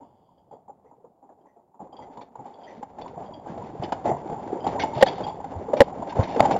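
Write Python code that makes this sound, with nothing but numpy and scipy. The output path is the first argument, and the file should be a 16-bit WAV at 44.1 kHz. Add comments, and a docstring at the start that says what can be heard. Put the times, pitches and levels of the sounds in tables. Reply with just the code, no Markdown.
"""A faint rattle of shelves over a low rumble comes first: an earthquake is building in a shop stockroom.
The microphone is in a security camera on the wall. Out in the room each lurch shakes the shelves harder,
boxes knock, low thuds sound, and small goods work loose, tumble and clink. Near the end, three hard slams
right beside the microphone, each with a deep thump under it, overload its thin, narrow-band sound."""
import sys
import numpy as np
from scipy import signal
from scipy.fft import rfft, irfft
from scipy.io import wavfile
from scipy.ndimage import uniform_filter1d

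SR = 44100
rng = np.random.default_rng(int(sys.argv[2]) if len(sys.argv) > 2 else 0)


def to_wav(sig):
    """Store sig (one row per channel, or 1-D mono) as 16-bit WAV at the path in sys.argv[1].

    Samples outside -1..1 are clipped; the rate is SR.
    """
    pcm = np.clip(np.atleast_2d(sig), -1, 1) * 32767
    pcm = np.round(pcm).astype(np.int16)
    wavfile.write(sys.argv[1], SR, pcm.T)  # frames by channels


N = 290619
TIME = np.arange(N) / SR
EVENT_TIME = TIME[:SR // 2]


def undb(db):
    """Decibels to gain."""
    return 10 ** (np.asarray(db) / 20)


def unit(x):
    """Scale to rms 1."""
    return x / np.sqrt(np.mean(x ** 2))


def add(out, start_s, x):
    """Mix x into out from start_s on."""
    i = max(int(start_s * SR), 0)
    out[i:i + len(x)] += x[:N - i]


def colour(x, spectrum):
    """Causal filter shaped by (frequency [Hz], level [dB]) points; white noise keeps its level."""
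    size = 4096
    hz, db = np.transpose(spectrum)
    grid_hz = np.maximum(np.arange(size // 2 + 1) * SR / size, 1)
    gain = undb(np.interp(np.log(grid_hz), np.log(hz), db))
    cepstrum = irfft(np.log(gain))
    cepstrum[size // 2:] = 0  # minimum phase
    response = irfft(np.exp(2 * rfft(cepstrum)))
    return signal.fftconvolve(x, response / np.linalg.norm(response))[:len(x)]


def wander(rate):
    """Random drift of rms 1, turning rate times a second."""
    hold = int(SR / rate)
    steps = np.repeat(rng.standard_normal(N // hold + 1), hold)
    return unit(uniform_filter1d(steps, hold)[:N])


def fade(t60):
    """Exponential decay, 60 dB down after t60 seconds."""
    return np.exp(-np.log(1000) * EVENT_TIME / t60)


def swell(rise_s):
    """A body takes up a blow and gives it off again: peak 1 after rise_s."""
    return EVENT_TIME / rise_s * np.exp(1 - EVENT_TIME / rise_s)


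def tone(hz):
    """One free vibration."""
    return np.sin(2 * np.pi * hz * EVENT_TIME)


def room(x, t60, wet_db):
    """The small, packed stockroom: direct sound, then a short diffuse tail at the microphone."""
    tail = rng.standard_normal(len(EVENT_TIME)) * fade(t60) * (EVENT_TIME > .004)
    return x + undb(wet_db) * signal.fftconvolve(x, tail / np.linalg.norm(tail))[:N]


def contacts(rate, spread_db):
    """Tiny random impacts of unequal strength, about rate a second."""
    hits = rng.random(N) < rate / SR
    strength = undb(spread_db * np.clip(rng.standard_normal(N), -2, 2))
    polarity = np.sign(rng.random(N) - .5)
    return unit(hits * polarity * strength)


def chatter(rate, spread_db, t60, wet_db, spots):
    """Things chattering at several spots in the room, each with its own echoes."""
    return sum(room(contacts(rate, spread_db), t60, wet_db) for _ in range(spots))


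def jostle(rate, low_hz, high_hz, spread_db, ring_s):
    """Things bump one another at random, each with its own short note."""
    out = np.zeros(N)
    for when, pitch, size, length in rng.random((int(rate * N / SR), 4)):
        hz = low_hz + (high_hz - low_hz) * pitch
        rise_s = ring_s * (.5 + length)
        note = (tone(hz) * swell(rise_s))[:int(10 * rise_s * SR)]
        add(out, when * N / SR, undb(spread_db * size) * note)
    return unit(out)


# The slow build-up throughout the room: (time [s], shelf level [dB], rumble level [dB])
BUILD_UP = [(0.0, -56, -67), (0.34, -62.5, -68), (0.9, -59.5, -69), (1.15, -63.5, -74), (1.48, -60, -72),
            (1.72, -66, -78), (2.02, -47, -63), (2.3, -54, -67), (2.62, -44, -65.5), (2.9, -48.5, -59.5),
            (3.1, -43.5, -52), (3.419, -45, -53), (3.9, -40, -47), (4.55, -34, -47.5), (5.1, -32.5, -44),
            (5.38, -39.5, -46.5), (6.08, -35, -47), (6.59, -29, -41)]
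# Lurches that rattle the shelves harder: (time [s], peak level [dB], rise [s])
GROUND_LURCHES = [(0.0, -48.5, 0.019), (0.51, -48, .018), (0.674, -52.5, 0.0084), (1.795, -47, 0.033),
                  (1.97, -46, 0.059), (2.15, -49, .025), (2.37, -46.5, .035), (2.67, -50, 0.079),
                  (2.98, -42, 0.045), (3.172, -38.5, 0.056), (3.46, -38, 0.06), (3.558, -39.5, 0.058),
                  (3.801, -34, 0.041), (4.039, -25, 0.029), (4.29, -32.5, 0.029), (4.63, -28.5, 0.058),
                  (4.779, -26, .024), (5.056, -26, 0.02), (5.219, -32.5, 0.021), (5.5, -38.5, 0.019),
                  (5.99, -43, 0.017), (6.15, -22.5, 0.03), (6.4, -22.5, 0.047), (6.501, -24.5, 0.019)]


def quake_levels():
    """Shelf and rumble levels in dB: lurches swell and die away on top of the build-up."""
    times, shelf_db, rumble_db = np.transpose(BUILD_UP)
    lurch_power = np.zeros(N)
    for start_s, db, rise_s in GROUND_LURCHES:
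        add(lurch_power, start_s, (undb(db) * swell(rise_s)) ** 2)
    lurch = np.sqrt(lurch_power)
    shelf_gain = np.hypot(undb(np.interp(TIME, times, shelf_db)), lurch)
    rumble_gain = np.hypot(undb(np.interp(TIME, times, rumble_db)), undb(-11) * lurch)
    return 20 * np.log10([shelf_gain, rumble_gain])


# The building, all around the microphone: (frequency [Hz], level [dB])
BUILDING_SPECTRUM = [(20, -6.5), (40, -15.5), (70, 2.5), (110, 4), (160, 7.5), (220, 3), (400, -44.5)]


def building_rumble(level_db):
    """The shaken building gives off a low noise."""
    return unit(colour(rng.standard_normal(N), BUILDING_SPECTRUM)) * undb(level_db)


# Small goods around the room, more echo than direct sound: (frequency [Hz], level [dB])
GOODS_SPECTRUM = [(700, -26), (1300, 6), (1900, 2), (2600, -4.5), (3300, -2.5), (3900, -1), (4400, -30)]


def goods_chatter(shelf_db, jolts):
    """Small goods chatter as the shelves shake; friction holds them back until they work loose."""
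    strong_shaking_db, growth, stuck_db = -35, 1.1, 5.5
    held_db = stuck_db * np.interp(TIME, (4, 1.94), [1, 0])
    level_db = -56.5 + growth * (shelf_db - strong_shaking_db) - held_db
    ticks = chatter(rate=130, spread_db=1.5, t60=.06, wet_db=6.5, spots=3)
    return unit(colour(ticks, GOODS_SPECTRUM)) * undb(level_db + 2 * jolts)


# Loaded shelves, heard from the wall: (frequency [Hz], level [dB])
SHELF_SPECTRUM = [(70, -47.5), (130, -20), (180, -2), (280, 0), (450, 0.5), (620, 1), (830, 4.5),
                  (1000, -4), (1250, -16.5), (1700, -34), (2400, -39), (3900, -43)]


def shelf_rattle(shelf_db, jolts):
    """The shelves judder while their loads bump together."""
    ticks = chatter(rate=150, spread_db=0.5, t60=0.12, wet_db=-3.5, spots=5)
    judder = unit(colour(ticks, SHELF_SPECTRUM))
    bumps = jostle(rate=110, low_hz=156.7, high_hz=1011, spread_db=25.5, ring_s=0.0038)
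    return unit(judder + undb(-3) * bumps) * undb(shelf_db + 0.56 * jolts)


# The bright clatter of spilling goods: (frequency [Hz], level [dB])
SPILL_SPECTRUM = [(600, -13.5), (1300, -7), (2100, 2), (2800, -5.5), (3500, 2.5), (3900, 5.5),
                  (4400, -28.5)]
# Small goods tumbling, away from the microphone: (time [s], level [dB], rise [s])
GOODS_TUMBLES = [(2.125, -68.5, 0.018), (2.171, -57.5, 0.0029), (2.208, -55, 0.0079), (2.44, -67, .025),
                 (2.66, -61, 0.041), (3.011, -49, 0.0049), (3.077, -52, 0.003), (3.47, -61, 0.0095),
                 (3.621, -59.5, 0.034), (3.834, -38, 0.0057), (4.055, -57.5, 0.021), (4.663, -40.5, 0.0088),
                 (4.793, -29, 0.0092), (4.818, -33, 0.0056), (4.93, -43, 0.048), (5.078, -38, 0.0059),
                 (5.13, -51.5, 0.056), (5.264, -55, 0.0091), (5.761, -43, 0.021), (6.087, -44, 0.012),
                 (6.227, -36.5, 0.0086), (6.264, -46, 0.044), (6.508, -37.5, 0.012)]


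def tumbles():
    """Quick flurries of light, hard contacts and the brief notes that they strike."""
    flurries = np.zeros(N)
    for start_s, db, rise_s in GOODS_TUMBLES:
        add(flurries, start_s, undb(db) * swell(rise_s))
    ticks = colour(contacts(rate=2000, spread_db=10), SPILL_SPECTRUM)
    notes = jostle(rate=600, low_hz=1528, high_hz=3733, spread_db=1.5, ring_s=.0018)
    return flurries * unit(ticks + notes)


# Hard goods ringing out in the room: (time [s], peak level [dB], pitch [Hz], rise [s])
GOODS_CLINKS = [(0.0, -69.5, 3200, 0.047), (0.12, -72.5, 3290, 0.11), (0.375, -67.5, 3220, 0.0078),
                (0.508, -67, 3320, 0.012), (0.855, -67, 2000, 0.013), (1.29, -66, 1640, 0.0044),
                (1.41, -72, 3220, 0.0024), (1.456, -63, 1920, 0.017), (1.925, -53.5, 3200, 0.0024),
                (1.965, -46, 3260, 0.0042), (1.993, -57, 3200, 0.0024), (2.016, -54.5, 3250, 0.0053),
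                (2.021, -50, 2030, 0.0056), (2.13, -69, 1860, .02), (2.538, -50.5, 3400, 0.0044),
                (2.597, -60.5, 3260, 0.0065), (2.632, -47, 3224, 0.0096), (2.663, -43, 1953, 0.015),
                (3.014, -38.5, 3500, 0.0028), (3.256, -53, 3280, 0.0077), (3.334, -41.5, 3254, 0.0045),
                (3.47, -44, 1574, .008), (3.834, -37, 3510, 0.003), (4.055, -37, 1955, 0.019),
                (4.602, -43, 3120, 0.0038), (4.639, -40, 3235, 0.0032), (4.799, -25.5, 2155, 0.006),
                (5.06, -26, 3760, 0.0026), (5.061, -29, 1730, 0.0038), (5.066, -24, 3365, 0.0047),
                (5.235, -32.5, 3285, 0.0029), (5.294, -40.5, 3370, 0.0013)]


def clinks():
    """Hard pieces touch in quick succession and ring; a longer jingle spreads wider in pitch."""
    out = np.zeros(N)
    touches = contacts(rate=970, spread_db=2.5)
    for start_s, db, hz, rise_s in GOODS_CLINKS:
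        spread_hz = min(7000 * rise_s, 320)
        jingle = 0
        for detune in np.linspace(-1, 1, num=5):
            first = int(rng.random() * (N - len(EVENT_TIME)))
            drive = touches[first:first + len(EVENT_TIME)] * swell(rise_s)
            ring = tone(hz + detune * spread_hz) * fade(0.045) * undb(-5 * abs(detune))
            jingle = jingle + signal.fftconvolve(drive, ring)
        add(out, start_s, undb(db) * jingle / np.abs(jingle).max())
    return out


# Low thuds, including the deep thump under each of the three close slams:
# (time [s], level [dB], pitch [Hz], rise [s])
LOW_THUDS = [(0.01, -48.5, 287, 0.012), (1.8, -42.5, 188, 0.0073), (2.386, -45, 127, .006),
             (3.581, -43, 108, 0.011), (3.797, -23.5, 141, 0.0033), (4.112, -29.5, 139, 0.0077),
             (4.962, -25.5, 135, 0.0055), (5.026, -30, 69.6, 0.0029), (5.558, -29, 89, 0.012),
             (5.803, -21, 99.5, 0.0043), (6.165, -29, 151, 0.0064), (6.191, -11.5, 100, 0.0061),
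             (6.405, -25, 136, 0.0064)]


def thuds():
    """A soft, heavy push: a low note and a dull shudder of the shelves."""
    out = np.zeros(N)
    for start_s, db, hz, rise_s in LOW_THUDS:
        shudder = undb(-10.5) * colour(rng.standard_normal(len(EVENT_TIME)), SHELF_SPECTRUM)
        add(out, start_s, undb(db) * swell(rise_s) * (tone(hz) + shudder))
    return out


# Boxes knocking on shelves across the room:
# (time [s], level [dB], pitch [Hz], tick trim [dB], rise of the contents' rattle [s])
BOX_KNOCKS = [(0.014, -49, 840, -30, 0.017), (0.511, -38, 810, -44, 0.0026),
              (0.526, -34.5, 540, -47, 0.0079), (0.682, -34, 805, -54, 0.0033),
              (0.694, -34, 817, -56, 0.0059), (0.844, -43, 502, -28, 0.011),
              (0.912, -41.5, 894, -41, 0.0082), (1.042, -39, 494, -50, 0.0082),
              (1.226, -42, 786, -47, 0.012), (1.291, -39, 783, -42, 0.014), (1.458, -47, 914, -35, 0.0083),
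              (1.562, -46.5, 710, -29, 0.014), (1.743, -43, 920, -44, 0.0071),
              (1.794, -37, 850, -56, 0.013), (1.803, -29, 747, -59, 0.0094),
              (1.928, -34.5, 790, -36, 0.012), (1.99, -31.5, 890, -33, 0.0097),
              (2.172, -29, 910, -36, 0.0078), (2.213, -30.5, 883, -14.5, 0.005),
              (2.354, -31, 900, -22, 0.0052), (2.392, -33, 863, -47, 0.0075), (2.455, -29, 790, -27, 0.011),
              (2.827, -24, 826, -17, 0.004), (2.984, -29, 772, -19.5, 0.0091),
              (3.017, -27.5, 690, -32, 0.0025), (3.06, -28, 970, -36, 0.0069),
              (3.176, -24, 694, -52, 0.0028), (3.461, -26.5, 890, -26, 0.0067),
              (3.576, -22, 672, -20.5, 0.0034), (3.823, -17.5, 726, -21.5, 0.0054),
              (3.921, -12, 757, -11, 0.0032), (3.926, -17.5, 910, -18, 0.003),
              (4.056, -13.5, 600, -22.5, 0.0062), (4.072, -16, 724, -31.5, 0.02),
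              (4.102, -23, 740, -36, 0.0035), (4.114, -13.5, 700, -43, 0.0045),
              (4.287, -25.5, 700, -34, 0.0048), (4.529, -16, 377, -54, 0.0021),
              (4.644, -19.5, 680, -31.5, 0.0055), (4.666, -8.5, 816, -35, 0.0034),
              (4.835, -13, 880, -31, 0.0048), (4.972, -20, 650, -23, 0.0072),
              (5.181, -22.5, 750, -15, 0.0063), (5.204, -17, 592, -24, 0.0055),
              (5.266, -20.5, 850, -38, 0.012), (5.401, -25.5, 853, -26, 0.0038),
              (5.442, -26, 788, -13, 0.0043), (5.684, -19, 456, -50, 0.01), (5.733, -7, 582, -21.5, 0.0041),
              (5.767, -16.5, 566, -14, 0.012), (6.026, -20.5, 677, -28, 0.0019),
              (6.346, -19.5, 770, -38, 0.0037), (6.361, -12.5, 496, -15, 0.015),
              (6.423, -16, 860, -16, 0.0023), (6.452, -11.5, 813, -15.5, 0.0017),
              (6.509, -7, 842, -15.5, 0.0034), (6.561, -14, 746, -17.5, 0.002)]


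def knocks():
    """A hollow note, a tick at the contact, and the contents rattling on, which keeps the box ringing."""
    out = np.zeros(N)
    for start_s, db, hz, tick_db, rise_s in BOX_KNOCKS:
        contents_noise, tick_noise = rng.standard_normal((2, len(EVENT_TIME)))
        box = tone(hz) * swell(0.0025)
        contents = contents_noise * swell(rise_s)
        ringing = signal.fftconvolve(contents, box / np.linalg.norm(box))[:len(EVENT_TIME)]
        rattle = undb(-11.5) * colour(contents, SHELF_SPECTRUM) + undb(-17.5) * ringing
        tick = colour(tick_noise * swell(0.003), GOODS_SPECTRUM) * undb(tick_db - 8.5)
        add(out, start_s, undb(db) * (undb(-3) * box + rattle + tick))
    return out


# Three slams right beside the microphone, each of two or three blows:
# (time [s], level [dB], pitch [Hz], rise [s], relative crack level [dB])
CLOSE_SLAMS = [(5.009, -15, 614, 0.0062, -15), (5.0143, -15, 565, 0.0041, -7.5),
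               (5.0243, 6.5, 537, 0.0031, -18), (5.8047, 8.5, 582, 0.0016, -18),
               (5.8151, 1, 538, 0.0027, -33), (6.395, -15, 843, 0.0037, -16),
               (6.404, 1.5, 670, 0.0012, -26)]


def slams():
    """A hard blow drives a panel's main mode and a weaker upper one, with a crack on top."""
    out = np.zeros(N)
    for start_s, db, hz, rise_s, crack_db in CLOSE_SLAMS:
        body_noise, crack_noise = rng.standard_normal((2, len(EVENT_TIME)))
        panel = (tone(hz) + undb(-9) * tone(1.5 * hz)) * swell(rise_s)
        body = colour(body_noise * fade(0.035), SHELF_SPECTRUM) * undb(-10)
        crack = colour(crack_noise * fade(0.028), SPILL_SPECTRUM) * undb(crack_db)
        add(out, start_s, undb(db) * (panel + body + crack))
    return out


def scene():
    """The stockroom from the wall, in mono; the slams are too close to carry much room."""
    impacts = room(knocks() + thuds() + tumbles(), t60=0.19, wet_db=-9.5)
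    ringing = room(clinks(), t60=0.3, wet_db=-8)
    shelf_db, rumble_db = quake_levels()
    jolts = wander(rate=45)  # shelves and small goods feel the same quick jolts
    shaking = building_rumble(rumble_db) + shelf_rattle(shelf_db, jolts) + goods_chatter(shelf_db, jolts)
    return (shaking + impacts + ringing + slams())[None]


def record(dry):
    """The camera's microphone channel: sampled at a low rate, faintly hissy, overloaded by the slams."""
    mic_rate_hz, mic_top_hz, output_top_hz, ceiling = 8000, 7200, 15750, .715
    coarse = signal.resample_poly(dry[0], mic_rate_hz, SR)
    # Doubling the rate by straight lines mirrors the sound into the treble.
    doubled = np.interp(np.arange(2 * len(coarse)) / 2, np.arange(len(coarse)), coarse)
    mirrored = signal.resample_poly(doubled, SR, 2 * mic_rate_hz)[:N]
    mic_lowpass = signal.ellip(8, .3, 60, mic_top_hz, fs=SR, output="sos")
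    clipped = np.clip(signal.sosfilt(mic_lowpass, mirrored), -ceiling, ceiling)
    hiss = undb(-90) * rng.standard_normal(N)
    output_lowpass = signal.ellip(8, .2, 70, output_top_hz, fs=SR, output="sos")
    return signal.sosfilt(output_lowpass, clipped + hiss)[None]


dry = scene()
out = record(dry)
to_wav(out)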